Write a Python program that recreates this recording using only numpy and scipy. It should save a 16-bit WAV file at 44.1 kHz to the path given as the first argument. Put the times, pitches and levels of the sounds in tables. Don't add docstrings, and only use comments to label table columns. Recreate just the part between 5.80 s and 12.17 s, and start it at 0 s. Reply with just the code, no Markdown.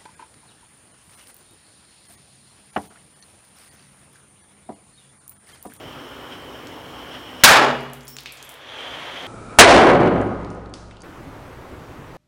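import sys
import numpy as np
from scipy import signal
from scipy.fft import rfft, irfft
from scipy.io import wavfile
from scipy.ndimage import uniform_filter1d

SR = 44100
rng = np.random.default_rng(int(sys.argv[2]) if len(sys.argv) > 2 else 0)


def nominal_scale(level):
    x = np.asarray(level, float) / 20
    return 10 ** x


def persist_wave(psi):
    counts = np.round(np.clip(psi, -1, 1) * 32767).astype(np.int16)
    wavfile.write(sys.argv[1], SR, np.atleast_2d(counts).T)


N = 280917

CAMERA_RATE_HZ = 48000
TAKE_S = 3.5
M = round(TAKE_S * CAMERA_RATE_HZ)
SHOT_S = 1.6366
CLICK_S = .0008


def read(points, hz):
    f, value = np.transpose(points)
    return np.interp(np.log(hz + 1), np.log(f + 1), value)


def evened(x):
    return x / np.sqrt(np.mean(x ** 2) + 1e-20)


def noise(size):
    return rng.standard_normal(size)


def coloured(points, size, rate_hz, patchy_db):
    hz = np.fft.rfftfreq(1024, 1 / rate_hz)
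    real, imag, patches = noise((size // 256 + 5, 513, 3)).T
    patches = uniform_filter1d(patches, 10, 0)
    patches = evened(uniform_filter1d(patches, 12, 1))
    z = (real + 1j * imag) * nominal_scale(read(points, hz)[:, None] + patchy_db * patches)
    return evened(signal.istft(z, nperseg=1024, noverlap=768)[1][:size])


def resonate(x, hz, width_hz):
    turn = np.exp(2j * np.pi * np.cumsum(hz * np.ones(len(x))) / CAMERA_RATE_HZ)
    r = np.exp(-np.pi * width_hz / CAMERA_RATE_HZ)
    return 2 * (turn * signal.lfilter([1 - r], [1, -r], x / turn)).real


def resonate_twice(x, hz, width_hz):
    return resonate(resonate(x, hz, width_hz), hz, width_hz)


def add(mix, s, sound):
    part = mix[round(s * CAMERA_RATE_HZ):][:len(sound)]
    part += sound[:len(part)]


BLAST_DB, BLAST_S = 14.5, .0004
CRACK_DB, CRACK_T60_S = 9.5, 0.07
# (frequency [Hz], level [dB])
ECHO = [(60, -14), (250, -1), (500, 6), (900, 11), (1400, 12), (4000, 5), (12000, -6), (24000, -16)]
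# (frequency [Hz], t60 [s])
ECHO_T60 = [(60, .8), (250, .72), (1000, .6), (4000, .46), (7000, .4), (12000, .27), (24000, .16)]
# (time after shot [s], level [dB])
FAR_WALLS = [(0, 5), (.02, -10.5), (.06, -6.5), (.12, -3), (.2, -2), (.3, -3)]
LUMPY_DB, LUMP_S = 1.8, .012
BUILD_CYCLES = 47
FAR_DB, FAR_LONGER = -23.5, 1.3
# (frequency [Hz], level [dB], t60 [s])
BENCH_MODES = [(58.5, -5, 5), (62.8, -14, 4), (134, 0, 2.2), (144, -7, 2), (244, 0, 1.2), (404, -1, 1),
               (524, -5.5, 0.7), (818, -4.5, 0.5), (953, -8, .55), (1077, -8, 0.55), (2896, -9, 1.0),
               (3339, -17, 1.4)]
BENCH_DB, BENCH_SWELL_S = -20, .17


def shot(t):
    u = np.maximum(t - SHOT_S, 0)
    out = nominal_scale(BLAST_DB) * (1 - u / BLAST_S) * np.exp(-u / BLAST_S)
    out += nominal_scale(CRACK_DB - 60 * u / CRACK_T60_S) * evened(resonate(noise(M), 2500, 3800))

    late_db = np.interp(u, *np.transpose(FAR_WALLS))
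    late_db += LUMPY_DB * evened(uniform_filter1d(noise(M), round(LUMP_S * CAMERA_RATE_HZ)))
    spectrum = rfft(noise(M))
    half_octave = 2 * np.log2(np.fft.rfftfreq(M, 1 / CAMERA_RATE_HZ) + 1)
    for centre in range(11, 30):
        hz = 2 ** (centre / 2)
        band = irfft(spectrum * np.cos(np.pi / 2 * np.clip(half_octave - centre, -1, 1)), M)
        fade_db = -60 * u / read(ECHO_T60, hz)
        fade = np.hypot(nominal_scale(fade_db), nominal_scale(FAR_DB + fade_db / FAR_LONGER))
        build = 1 - np.exp(-u * hz / BUILD_CYCLES)
        out += evened(band) * nominal_scale(read(ECHO, hz) + late_db) * fade * build

    swell = 1 - np.exp(-(u / BENCH_SWELL_S) ** 2)
    for (hz, db, t60), phase in zip(BENCH_MODES, rng.random(len(BENCH_MODES))):
        ring = np.sin(2 * np.pi * (hz * u + phase))
        out += swell * nominal_scale(BENCH_DB + db - 60 * (u - .3) / t60) * ring
    return out * (t >= SHOT_S)


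FUSE_HZ, FUSE_DB, FUSE_ROAR_DB = 3050, -48.5, -1.5
# (time [s], whistle gain [dB], length [s])
FUSE_FLARES = [
    (.1, 2, .1),
    (.53, 6.5, .03),
    (1.186, 4.5, .05),
    (1.345, 9, .04),
    (1.5, 3, .1),
    (1.619, 7.5, .025),
]
FLARE_HZ_PER_DB = -1.5
# (time [s], whistle level [dB], pitch [Hz], roar re whistle [dB])
SMOULDER = [
    (2.0, -58.5, 3134, 22),
    (2.349, -64.5, 3140, 7),
    (2.599, -50.5, 3323, 3),
    (2.8, -49.5, 3210, 5),
    (2.899, -42.5, 3255, 0.5),
    (3.0, -39, 3140, 2.5),
    (3.46, -39, 3200, 3),
]
# (width [Hz], level [dB])
BARREL_STATES = [
    [(450, 1.5), (600, -11.5), (900, -23.5)],
    [(596, 2), (1200, -18), (1100, -24)],
]
BARREL_RATIOS = [1, 1.76, 2.85]
# (frequency [Hz], level [dB])
GAS_ROAR = [(150, -34.5), (500, 5.5), (1300, 1.5), (2300, 1), (4000, -10.5), (8000, -24.5), (20000, -37.5)]


def barrel(gas, hz, state):
    modes = zip(BARREL_RATIOS, state)
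    return evened(sum(nominal_scale(db) * evened(resonate_twice(gas, k * hz, width)) for k, (width, db) in modes))


def hiss(t):
    flare_db = sum(db * np.exp(-((t - s) / length) ** 2) for s, db, length in FUSE_FLARES)
    fuse = FUSE_DB + flare_db, FUSE_HZ + FLARE_HZ_PER_DB * flare_db, FUSE_ROAR_DB
    s, *columns = np.transpose(SMOULDER)
    burning = t < SHOT_S
    level_db, hz, roar_db = (np.where(burning, f, np.interp(t, s, c)) for f, c in zip(fuse, columns))
    sputter = nominal_scale(1.2 * evened(uniform_filter1d(noise(M), 500)))
    gas = noise(M) * sputter
    loaded, emptied = (barrel(gas, hz, state) for state in BARREL_STATES)
    whistle = np.where(burning, loaded, emptied)
    return nominal_scale(level_db) * (whistle + nominal_scale(roar_db) * coloured(GAS_ROAR, M, CAMERA_RATE_HZ, .5))


# (time [s], peak level [dB], colour [Hz], room echo [dB])
TOUCHDOWNS = [(.871, -29.5, 5200, -18), (1.9075, -38.5, 17000, -32), (2.0005, -48.5, 13000, -28.5),
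              (2.008, -35, 9500, -22.5), (2.032, -36, 13100, -23), (2.052, -45.5, 16000, -37),
              (2.1, -44, 9200, -25), (2.115, -48, 18000, -31.5), (2.1339, -23.5, 10800, -19),
              (2.208, -33, 6400, -18), (2.224, -60, 9200, -18), (2.233, -37.5, 8000, -22),
              (2.249, -41.5, 16000, -23.5), (2.255, -34.5, 16000, -28), (2.271, -35.5, 5000, -10.5),
              (2.28, -25, 8100, -15), (2.367, -21, 4970, -21), (2.386, -21, 3400, -14.5),
              (2.406, -28.5, 11000, -25), (2.435, -33.5, 12000, -34.5), (2.459, -20, 3050, -15.5),
              (2.5224, -26, 9900, -17.5), (2.571, -30, 5700, -14), (2.6272, -25.5, 8000, -19),
              (2.649, -31, 13200, -26.5), (2.692, -26, 10000, -17.5), (2.699, -29, 13000, -29.5),
              (2.72, -32, 12000, -31), (2.741, -32, 11000, -22), (2.745, -38.5, 13000, -25.5)]
SOFT_DB, SOFT_WIDTH, WIDER_PER_DB = -40, .55, .3
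PATTER_T60_S = .35
# (time [s], frequency [Hz], width [Hz], level [dB], t60 [s])
SHARD_RINGS = [(1.9077, 14800, 400, -78, .35), (1.9093, 21500, 600, -62.5, .12),
               (2.032, 21000, 600, -64, .15), (2.134, 11400, 900, -71, .3), (2.249, 10800, 350, -54, .15),
               (2.255, 14800, 400, -59.5, .1), (2.28, 5420, 300, -45, 0.44),
               (2.282, 15300, 800, -42.5, 0.34), (2.459, 2430, 600, -41, 0.6),
               (2.458, 3900, 1200, -44, 0.51), (2.521, 11400, 400, -48, 0.092),
               (2.5244, 8700, 400, -57, .08), (2.647, 11500, 400, -47, 0.072),
               (2.699, 11500, 400, -57, 0.13)]


def shards():
    out = np.zeros(M)
    u = np.arange(CAMERA_RATE_HZ // 3) / CAMERA_RATE_HZ
    for s, db, hz, echo_db in TOUCHDOWNS:
        width_hz = SOFT_WIDTH * hz * nominal_scale(WIDER_PER_DB * (db - SOFT_DB))
        fade = np.exp(-u / CLICK_S) + nominal_scale(echo_db - 60 * u / PATTER_T60_S)
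        add(out, s, nominal_scale(db) / 2 * fade * evened(resonate_twice(noise(len(u)), hz, width_hz)))
    for s, hz, width_hz, db, t60 in SHARD_RINGS:
        add(out, s, nominal_scale(db - 60 * u / t60) * evened(resonate_twice(noise(len(u)), hz, width_hz)))
    return out


GRIT_FROM_S, GRIT_TO_S, GRIT_PER_S = 1.8, 2.8, 120
GRIT_DB, GRIT_SPREAD_DB, GRIT_HZ = -64.5, 2.5, 9000


def crumbs(t):
    falling = (t > GRIT_FROM_S) & (t < GRIT_TO_S)
    hits = falling & (rng.random(M) < GRIT_PER_S / CAMERA_RATE_HZ)
    ticks = hits * nominal_scale(GRIT_DB + GRIT_SPREAD_DB * np.minimum(rng.exponential(1, M), 4))
    u = np.arange(2000) / CAMERA_RATE_HZ
    tick = noise(len(u)) * (np.exp(-u / CLICK_S) + nominal_scale(-28 - 60 * u / 0.067))
    return resonate(signal.oaconvolve(ticks, tick)[:M], GRIT_HZ, GRIT_HZ)


# (frequency [Hz], level [dB])
ROOM_AIR = [(12, -41.5), (20, -7.5), (92, 1), (166, -1.5), (213, -23), (266, 1.5), (298, -5), (352, -4.5),
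            (565, -7), (649, -10), (1200, -11), (4680, -31.5), (15500, -43)]
ROOM_DB = -37.5
# (frequency [Hz], width [Hz], level [dB])
MACHINERY = [
    (251, 4.3, -48),
    (60, 15, -45),
    (3250, 62, -64.5),
]


def workshop():
    air = noise(M)
    drones = sum(nominal_scale(db) * evened(resonate_twice(air, hz, width)) for hz, width, db in MACHINERY)
    return nominal_scale(ROOM_DB) * coloured(ROOM_AIR, M, CAMERA_RATE_HZ, 1.3) + drones


def circuit(size):
    return evened(np.diff(noise(size + 1)))


WAIT_S, SNAP_S, SETTLE_S, HOLD_S, CREEP_S = .0118, .001, .02, .2, 0.68
SNAP_DB, SETTLE_DB, CREEP_DB = -3.6, -5.3, -9
RELEASE_AT_S, RECOVER_S, RECOVERED_DB = 2.75, 0.23, -2


def gain_control(t):
    def approach(start_s, tau_s):
        return 1 - np.exp(-np.maximum(t - start_s, 0) / tau_s)

    down_db = SNAP_DB * approach(SHOT_S + WAIT_S, SNAP_S)
    down_db += SETTLE_DB * approach(SHOT_S + WAIT_S, SETTLE_S)
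    down_db += CREEP_DB * approach(SHOT_S + HOLD_S, CREEP_S)
    return down_db + (RECOVERED_DB - down_db) * approach(RELEASE_AT_S, RECOVER_S)


CIRCUIT_DB, TREBLE_DUCK = -57, 2.2
MIC_CUT_HZ, COUPLING_HZ, TOP_HZ = 200, 60, 23700
SAG, CEILING = 7, 1.33


def camera():
    t = np.arange(M) / CAMERA_RATE_HZ
    gain = nominal_scale(gain_control(t))
    tone = workshop() + nominal_scale(CIRCUIT_DB) * circuit(M)
    treble = signal.filtfilt(*signal.butter(2, 6000, "high", fs=CAMERA_RATE_HZ), tone)
    tone -= treble * (1 - gain ** TREBLE_DUCK)
    air = tone + shot(t) + (hiss(t) + shards() + crumbs(t)) / gain
    air = signal.lfilter(*signal.butter(1, MIC_CUT_HZ, "high", fs=CAMERA_RATE_HZ), air)
    flattened = np.clip(SAG * np.tanh(air / SAG), -CEILING, CEILING)
    coupling = signal.butter(1, [COUPLING_HZ, TOP_HZ], "band", fs=CAMERA_RATE_HZ)
    return signal.lfilter(*coupling, flattened) * gain


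SLOW = 2.316
REPLAY_S, REPLAY_SHOT_S, CLOSEUP_S = 3.468, 3.787, 5.235
CLOSEUP_DB, CLOSEUP_CIRCUIT_DB, CLOSEUP_PATCHY_DB = -39.5, -67, 1.1


def scene():
    take = camera()
    normal = signal.resample(take, round(M * SR / CAMERA_RATE_HZ))
    slowed = signal.resample(take, round(M * SLOW * SR / CAMERA_RATE_HZ))
    out = nominal_scale(CLOSEUP_DB) * coloured(ROOM_AIR, N, SR, CLOSEUP_PATCHY_DB)
    out += nominal_scale(CLOSEUP_CIRCUIT_DB) * circuit(N)
    replay, closeup = round(REPLAY_S * SR), round(CLOSEUP_S * SR)
    shift = round((SHOT_S * SLOW - REPLAY_SHOT_S) * SR)
    out[:replay] = normal[:replay]
    out[replay:closeup] = slowed[replay + shift:closeup + shift]
    return out[None]


def band_limit(x):
    return signal.sosfilt(signal.butter(12, 16020, fs=SR, output="sos"), x)


def record(dry):
    mix = np.clip(dry, -1, 1)
    return band_limit(mix)


dry = scene()
out = record(dry)
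persist_wave(out)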